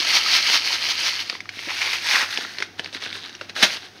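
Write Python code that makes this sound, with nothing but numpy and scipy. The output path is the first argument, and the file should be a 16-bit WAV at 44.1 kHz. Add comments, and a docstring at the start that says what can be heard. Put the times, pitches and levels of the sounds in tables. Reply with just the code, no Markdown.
"""A small kitchen with hard walls, one microphone close to a steel pan; an appliance hums faintly.
Dry noodles are shaken from a plastic bag, each shake a swarm of tiny contacts that rings the pan.
The bag is tipped upright and the rest slides back; the film crinkles, snaps and knocks
as it is carried. Then the bag lands on the stone counter and its contents settle."""
import sys
import numpy as np
from scipy import signal
from scipy.fft import rfft, irfft
from scipy.io import wavfile
from scipy.ndimage import uniform_filter1d

SR = 44100
rng = np.random.default_rng(int(sys.argv[2]) if len(sys.argv) > 2 else 0)


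def digitize_waveform(pressure):
    """Quantize a signal to 16-bit integers and store it at the path in sys.argv[1].

    Rows of a 2-D input are taken as channels; values are limited to [-1, 1].
    """
    field = np.atleast_2d(pressure).T
    bounded = np.clip(field, -1, 1)
    quanta = np.round(bounded * 32767).astype(np.int16)
    wavfile.write(sys.argv[1], SR, quanta)


N = 176400
T = np.arange(N) / SR

# Levels in a table are relative to one another; each source then sets its own gain.
# Shakes of the bag, a slide and then a rush: rush_s, rush_db, slide_db, rush_half_length_s
BAG_SHAKES = [(0.161, -14.5, -20.5, 0.016), (0.354, -15, -22.5, 0.021), (.548, -14.5, -19.5, 0.017),
              (0.741, -21, -23, 0.013), (0.906, -20.5, -26, 0.011), (1.072, -20, -25, 0.018),
              (1.206, -25.5, -43, 0.0098)]
# Trickle between the shakes: time_s, level_db
TRICKLE_CURVE = [(0, -20.5), (.04, -24.5), (.44, -23), (.62, -28), (.79, -29.5), (.87, -25.5), (.95, -28.5),
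                 (1.16, -27.5), (1.25, -36.5), (1.35, -37), (1.42, -57)]
# Modes of the steel pan: pitch_hz, width_hz, level_db
STEEL_MODES = [(724, 54, -17), (1290, 63, 3.5), (1600, 48, 1.5), (2240, 78, -6), (3110, 150, -1.5),
               (3570, 110, -6), (4070, 200, -5), (4400, 260, -0.5), (4880, 110, -2), (5530, 90, -1)]
# Snaps of the film and two soft, low knocks:
# start_s, level_db, pitch_hz, second_pitch_hz, second_ring_db, thud_db
SNAPS_AND_KNOCKS = [(0.497, -5.5, 3200, 2250, -8, -31), (0.727, -14, 4410, 2150, 2, -33),
                    (1.159, -25, 4400, 3100, -4, -47), (1.191, -17, 2940, 2290, 1, -36),
                    (1.296, -8.5, 2280, 4840, 4, -52), (1.325, -23.5, 1250, 4070, -3, -20.5),
                    (1.35, -21.5, 1950, 990, -4.5, -25), (1.403, -17.5, 2180, 2070, -5, -51),
                    (1.454, -29.5, 1830, 1250, 1, -32), (1.489, -15, 2240, 1570, -7, -37),
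                    (1.569, -35, 270, 2320, -7, -16), (1.589, -18, 2050, 3120, -0.5, -37),
                    (1.671, -30.5, 324, 555, -2.5, -13), (1.814, -9.5, 2330, 2720, -5, -50),
                    (1.826, -12, 3110, 3700, -4, -42), (1.929, -9, 2140, 2400, -9, -54),
                    (2.372, -6.5, 2500, 3380, 0, -36), (2.384, -24, 2150, 810, -6, -15),
                    (2.408, -16, 1600, 4700, -8, -34), (2.447, -18.5, 1890, 1390, -1, -23),
                    (2.583, -11.5, 4200, 1720, -3.5, -31), (2.601, -14, 1840, 5240, -4, -24),
                    (2.622, -7, 2100, 1600, -3.5, -34), (2.793, -10, 3060, 1780, -3, -24),
                    (2.843, -16.5, 4540, 2200, -1, -36), (2.858, -20.5, 2530, 1750, -5, -28),
                    (2.926, -21, 3700, 4600, -3, -27), (2.946, -18, 2040, 3800, 1, -30),
                    (3.021, -16, 3310, 4260, -7, -22.5), (3.06, -19, 1620, 2590, -1, -20.5),
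                    (3.126, -18.5, 3600, 2200, 1, -45), (3.15, -19.5, 1730, 3600, 1, -42),
                    (3.292, -19.5, 3800, 2900, -4, -36), (3.349, -21.5, 2800, 5680, 3.5, -45),
                    (3.41, -17, 1430, 2750, -3.5, -19), (3.494, -19.5, 2600, 4000, 1, -26),
                    (3.562, -15.5, 1690, 4100, -2, -32)]
# Flexes of the film: centre_s, level_db, half_length_s
FILM_FLEXES = [(1.297, -32, .003), (1.352, -42, 0.013), (2.423, -31, 0.014), (2.625, -38.5, 0.02),
               (2.792, -37.5, 0.0067), (2.862, -39.5, 0.02), (2.957, -31, 0.012), (3.046, -30.5, 0.02),
               (3.103, -35.5, 0.012), (3.16, -34, 0.024), (3.251, -34.5, 0.019), (3.335, -42.5, 0.017),
               (3.424, -44, .02), (3.499, -36, 0.0051), (3.77, -31, 0.0057), (3.846, -39.5, 0.018),
               (3.972, -46.5, 0.011)]
# Noodles sliding inside the raised bag: time_s, level_db
SLUMP_CURVE = [(1.46, -60), (1.55, -37.5), (1.66, -32), (1.71, -29.5), (1.78, -26.5), (1.85, -23.5),
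               (1.905, -25), (1.945, -22.5), (2.005, -32), (2.09, -19), (2.155, -17), (2.22, -21.5),
               (2.272, -34), (2.33, -25.5), (2.43, -35), (2.48, -36), (2.62, -39.5), (2.68, -57)]
# Resonance of the bag's hollow, sinking as it fills: time_s, pitch_hz
HOLLOW_PITCH = [(1.7, 2370), (2.0, 2430), (2.15, 1930), (2.25, 1720), (2.6, 1720)]
# Clumps tumbling to the bottom of the bag: centre_s, level_db, half_length_s
CLUMP_FALLS = [(1.706, -26, 0.008), (1.821, -23.5, .007), (1.87, -27.5, 0.014), (1.938, -28, 0.0048),
               (2.148, -20, 0.019), (2.222, -24.5, 0.016)]

# Tone of each source: frequency_hz, gain_db
AIR_TONE = [(25, 12), (60, -4.5), (150, 0), (350, 5.5), (550, -7), (720, 2), (1000, -8.5), (1600, -3),
            (4000, -6.5), (9000, -9), (15000, -6)]  # room air
SLIDE_TONE = [(100, -28), (280, -15), (450, -14), (950, -8.5), (1550, -5.5), (2100, 2.5), (3100, 1),
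              (3650, -3), (4400, 2), (5600, -3.5), (9000, -5), (15000, -5.5)]  # noodles sliding over film
RUSH_TONE = [(100, -33), (280, -14), (450, -18), (950, -5.5), (1550, -5), (2100, 2.5), (3800, 1.5),
             (5600, 0), (9000, -4.5), (15000, -2)]  # noodles rushing into the pan
SNAP_TONE = [(150, -24), (800, -6), (2000, 5.5), (4800, 2), (9000, -3.5), (15000, -16)]  # crack and flutter of the film
FILM_TONE = [(100, -14), (300, -2), (600, -8), (1150, -4), (1550, 3), (2600, -1), (4000, 3), (5600, -6.5),
             (9000, -5), (15000, -11)]  # rustling film
SLUMP_TONE = [(100, -32), (280, -18), (550, -13), (900, -5), (1200, -7), (1700, -0.5), (2900, -1.5),
              (4400, 2), (5600, -2), (9000, -2), (15000, -2.5)]  # noodles running back
CLUMP_TONE = [(100, -22), (300, -15), (600, -8.5), (900, 0), (1600, -1), (2400, 5), (4000, -10),
              (12000, -15)]  # falling clumps
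LANDING_TONE = [(40, -47), (110, -33), (210, -3), (430, -5.5), (650, -2), (1100, -6), (1600, 4), (2600, 0),
                (4100, 1.5), (5600, -3.5), (9000, -3.5), (15000, -5)]  # bag on stone
# The microphone, whose port cancels the upper treble: frequency_hz, gain_db
MIC_RESPONSE = [(25, -25), (55, -7), (110, 0), (5500, 0.5), (6400, -4.5), (6950, -12), (7320, -25.5),
                (7700, -16.5), (8500, -16), (11500, -19), (15500, -23)]


def from_db(db):
    """Decibels to gain."""
    return 10 ** (np.asarray(db) / 20)


def rms_one(x):
    """Scale to unit rms."""
    return x / np.sqrt(np.mean(x ** 2) + 1e-20)


def level(curve):
    """Gain along a (time_s, level_db) curve, opening 30 ms early and silent after its end."""
    times, db = np.transpose(curve)
    return from_db(np.interp(T, times, db)) * (T >= times[0] - .03) * (T <= times[-1])


def swell(centre_s, db, half_s):
    """Power of a bell-shaped swell."""
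    return from_db(db) ** 2 * np.exp(-.5 * ((T - centre_s) / half_s) ** 2)


def decay(t, t60_s):
    """Exponential decay from time zero, full level before it."""
    return from_db(-60 * np.maximum(t, 0) / t60_s)


def colour(x, tone):
    """Minimum-phase filter through (frequency_hz, gain_db) points."""
    hz, db = np.transpose(tone)
    grid_hz = np.maximum(np.fft.rfftfreq(8192, 1 / SR), 1)
    gain = from_db(np.interp(np.log(grid_hz), np.log(hz), db))
    cepstrum = irfft(np.log(gain))
    half = len(cepstrum) // 2
    cepstrum[1:half] *= 2
    cepstrum[half + 1:] = 0
    impulse = irfft(np.exp(rfft(cepstrum)))[:half]
    return signal.oaconvolve(x, impulse)[:len(x)]


def resonance(x, hz, width_hz):
    """Two-pole resonance with unit gain at its peak."""
    radius = np.exp(-np.pi * width_hz / SR)
    feedback = [1, -2 * radius * np.cos(2 * np.pi * hz / SR), radius ** 2]
    return signal.lfilter(np.array([1, 0, -1]) * (1 - radius ** 2) / 2, feedback, x + 1e-18)


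def contacts(tone, per_s, spread_db, q, click=.25):
    """A steady swarm of tiny contacts of random size, each ringing briefly, high pitches more often."""
    pitches_hz = np.geomspace(250, 14000, 16)
    share = pitches_hz ** .6 / np.sum(pitches_hz ** .6)
    sizes = from_db(spread_db * np.minimum(rng.exponential(1, N), 4)) * rng.choice([-1, 1], N)
    clicks = sizes * (rng.random(N) < per_s / SR)
    pitch_index = np.searchsorted(np.cumsum(share), rng.random(N))
    rings = sum(resonance(clicks * (pitch_index == k), hz, hz / q) / np.sqrt(share[k])
                for k, hz in enumerate(pitches_hz))
    swarm = colour(rings + click * clicks, tone)
    power_at_mic = uniform_filter1d(colour(swarm, MIC_RESPONSE) ** 2, size=1300)
    return swarm / np.sqrt(power_at_mic + power_at_mic.mean() / 20)


def room_tone(hum_hz=98):
    """Room air and the wavering hum of an appliance, behind everything else."""
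    waver = rms_one(resonance(rng.standard_normal(N), hum_hz, width_hz=9.9))
    hum = np.sqrt(2) * np.sin(2 * np.pi * hum_hz * T) + 0.7 * waver
    air = rms_one(colour(rng.standard_normal(N), AIR_TONE))
    return from_db(-44.5) * air + from_db(-59.5) * hum


def noodle_pour(slide_lead_s=0.061):
    """Each shake slides noodles over the film, then they rush into the ringing pan; single ends tick."""
    slide_power = level(TRICKLE_CURVE) ** 2
    slide_power += sum(swell(s - slide_lead_s, db, half_s=0.021) for s, _, db, _ in BAG_SHAKES)
    rush_power = sum(swell(s, db, half_s) for s, db, _, half_s in BAG_SHAKES)
    slides = np.sqrt(slide_power) * contacts(SLIDE_TONE, per_s=9000, spread_db=2.5, q=3.5, click=0.66)
    rushes = np.sqrt(rush_power) * contacts(RUSH_TONE, per_s=9000, spread_db=2.5, q=2.8, click=0.73)
    ticks = np.sqrt(slide_power) * contacts(SLIDE_TONE, per_s=420, spread_db=3, q=7, click=0.34)
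    noodles = slides + rushes + from_db(-5.5) * ticks
    pan = sum(from_db(db) * resonance(noodles, hz, width_hz) for hz, width_hz, db in STEEL_MODES)
    return from_db(-2) * (noodles + from_db(-3.5) * pan)


def snaps_and_knocks(snap_delay_s=0.001686, rise_s=0.00058, crack_s=0.0016, ring_cycles=22.5):
    """The film snaps or knocks: a crack, two short rings of its panels, a flutter and a soft thud."""
    track, t = np.zeros(N + SR), T[:SR // 8]
    rise = 1 - np.exp(-(t / rise_s) ** 2)
    for start_s, db, hz, second_hz, second_db, thud_db in SNAPS_AND_KNOCKS:
        crack, flutter, thud = rng.standard_normal((3, len(t)))
        ring = np.sin(2 * np.pi * hz * t) + from_db(second_db) * np.sin(2 * np.pi * second_hz * t)
        ring *= decay(t, t60_s=ring_cycles / np.sqrt(hz * second_hz))
        crack *= from_db(-14.5) * np.exp(-t / crack_s)
        flutter *= from_db(-18.5) * decay(t, t60_s=0.045)
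        burst = 2 * colour(crack + flutter, SNAP_TONE)
        for _ in range(2):
            thud = resonance(thud, hz=290, width_hz=440)
        thud = from_db(thud_db + 6.5) * rms_one(thud) * decay(t, t60_s=0.049)
        start = int((start_s + snap_delay_s) * SR)
        track[start:start + len(t)] += from_db(db + 1) * rise * (ring + burst + thud)
    return track[:N]


def film_crinkle():
    """Flexed film gives a soft, dense rustle of small crackles."""
    flex_power = sum(swell(*flex) for flex in FILM_FLEXES)
    return np.sqrt(flex_power) * contacts(FILM_TONE, per_s=5200, spread_db=4, q=4.4, click=.28)


def noodle_slump(hollow_width_hz=660):
    """The remaining noodles run back down the bag, coloured by its hollow, and drop in dull clumps."""
    slide = level(SLUMP_CURVE) * contacts(SLUMP_TONE, per_s=9000, spread_db=3.5, q=2.7, click=0.61)
    # A gliding resonance: shift the hollow's pitch to zero, low-pass, shift back.
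    hollow_hz = np.interp(T, *np.transpose(HOLLOW_PITCH))
    carrier = np.exp(2j * np.pi * np.cumsum(hollow_hz) / SR)
    pole = np.exp(-np.pi * hollow_width_hz / SR)
    hollow = 2 * np.real(carrier * signal.lfilter([1 - pole], [1, -pole], slide / carrier + 1e-18))
    clump_power = sum(swell(*fall) for fall in CLUMP_FALLS)
    clumps = np.sqrt(clump_power) * contacts(CLUMP_TONE, per_s=6000, spread_db=4.5, q=2.6, click=0.38)
    return from_db(-3.5) * (slide + from_db(3) * hollow) + clumps


def bag_landing(drag_start_s=3.538, land_s=3.624):
    """The bag drags on the counter, drops with a crunch and a bump, and its contents shift and settle."""
    drag_rise_s, attack_s, hold_s = 0.031, 0.004, 0.012
    bump_hz, bump_delay_s = 194, 0.0078
    t = T - land_s
    drag = from_db(-26.5) * np.clip((T - drag_start_s) / drag_rise_s, 0, 1) ** 2 * (t < 0)
    hit = from_db(-8) * np.clip(t / attack_s, 0, 1) * decay(t - hold_s, t60_s=0.11)
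    settle = from_db(-23.5) * (t >= 0) * decay(t, t60_s=0.51)
    press_power = swell(land_s, db=-23, half_s=0.0095)
    envelope = np.sqrt(drag ** 2 + press_power + hit ** 2 + settle ** 2)
    crunch = envelope * contacts(LANDING_TONE, per_s=16000, spread_db=2, q=1.8, click=0.62)
    shift_power = swell(centre_s=3.727, db=-28, half_s=0.019)
    shift = np.sqrt(shift_power) * contacts(SLIDE_TONE, per_s=9000, spread_db=2.5, q=3.1)
    bump_age = np.maximum(t - bump_delay_s, 0)
    bump = from_db(-27) * np.sin(2 * np.pi * bump_hz * bump_age) * decay(bump_age, t60_s=0.07)
    return crunch + shift + bump


def kitchen_walls(direct, gap_s=0.00516):
    """Dense reflections from hard walls reach the microphone just after the direct sound."""
    t = T[:SR // 2]
    tail = rng.standard_normal(len(t)) * decay(t, t60_s=0.34) * (t > gap_s)
    tail /= np.sqrt(np.sum(tail ** 2))
    return direct + from_db(-13.5) * signal.fftconvolve(direct, tail)[:N]


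def scene():
    """The kitchen from the microphone's position, in mono: noodles and bag close, room tone behind."""
    direct = noodle_pour() + noodle_slump() + film_crinkle() + snaps_and_knocks() + bag_landing()
    return (kitchen_walls(direct) + room_tone())[None]


def record(dry):
    """The microphone dulls the upper treble; peaks clip at full scale ahead of a steep top cut."""
    clipped = np.clip(colour(dry[0], MIC_RESPONSE), -1, 1)
    top_cut = signal.firwin(401, cutoff=15800, fs=SR, window="blackman")
    return signal.fftconvolve(clipped, top_cut, "same")[None]


dry = scene()
out = record(dry)
digitize_waveform(out)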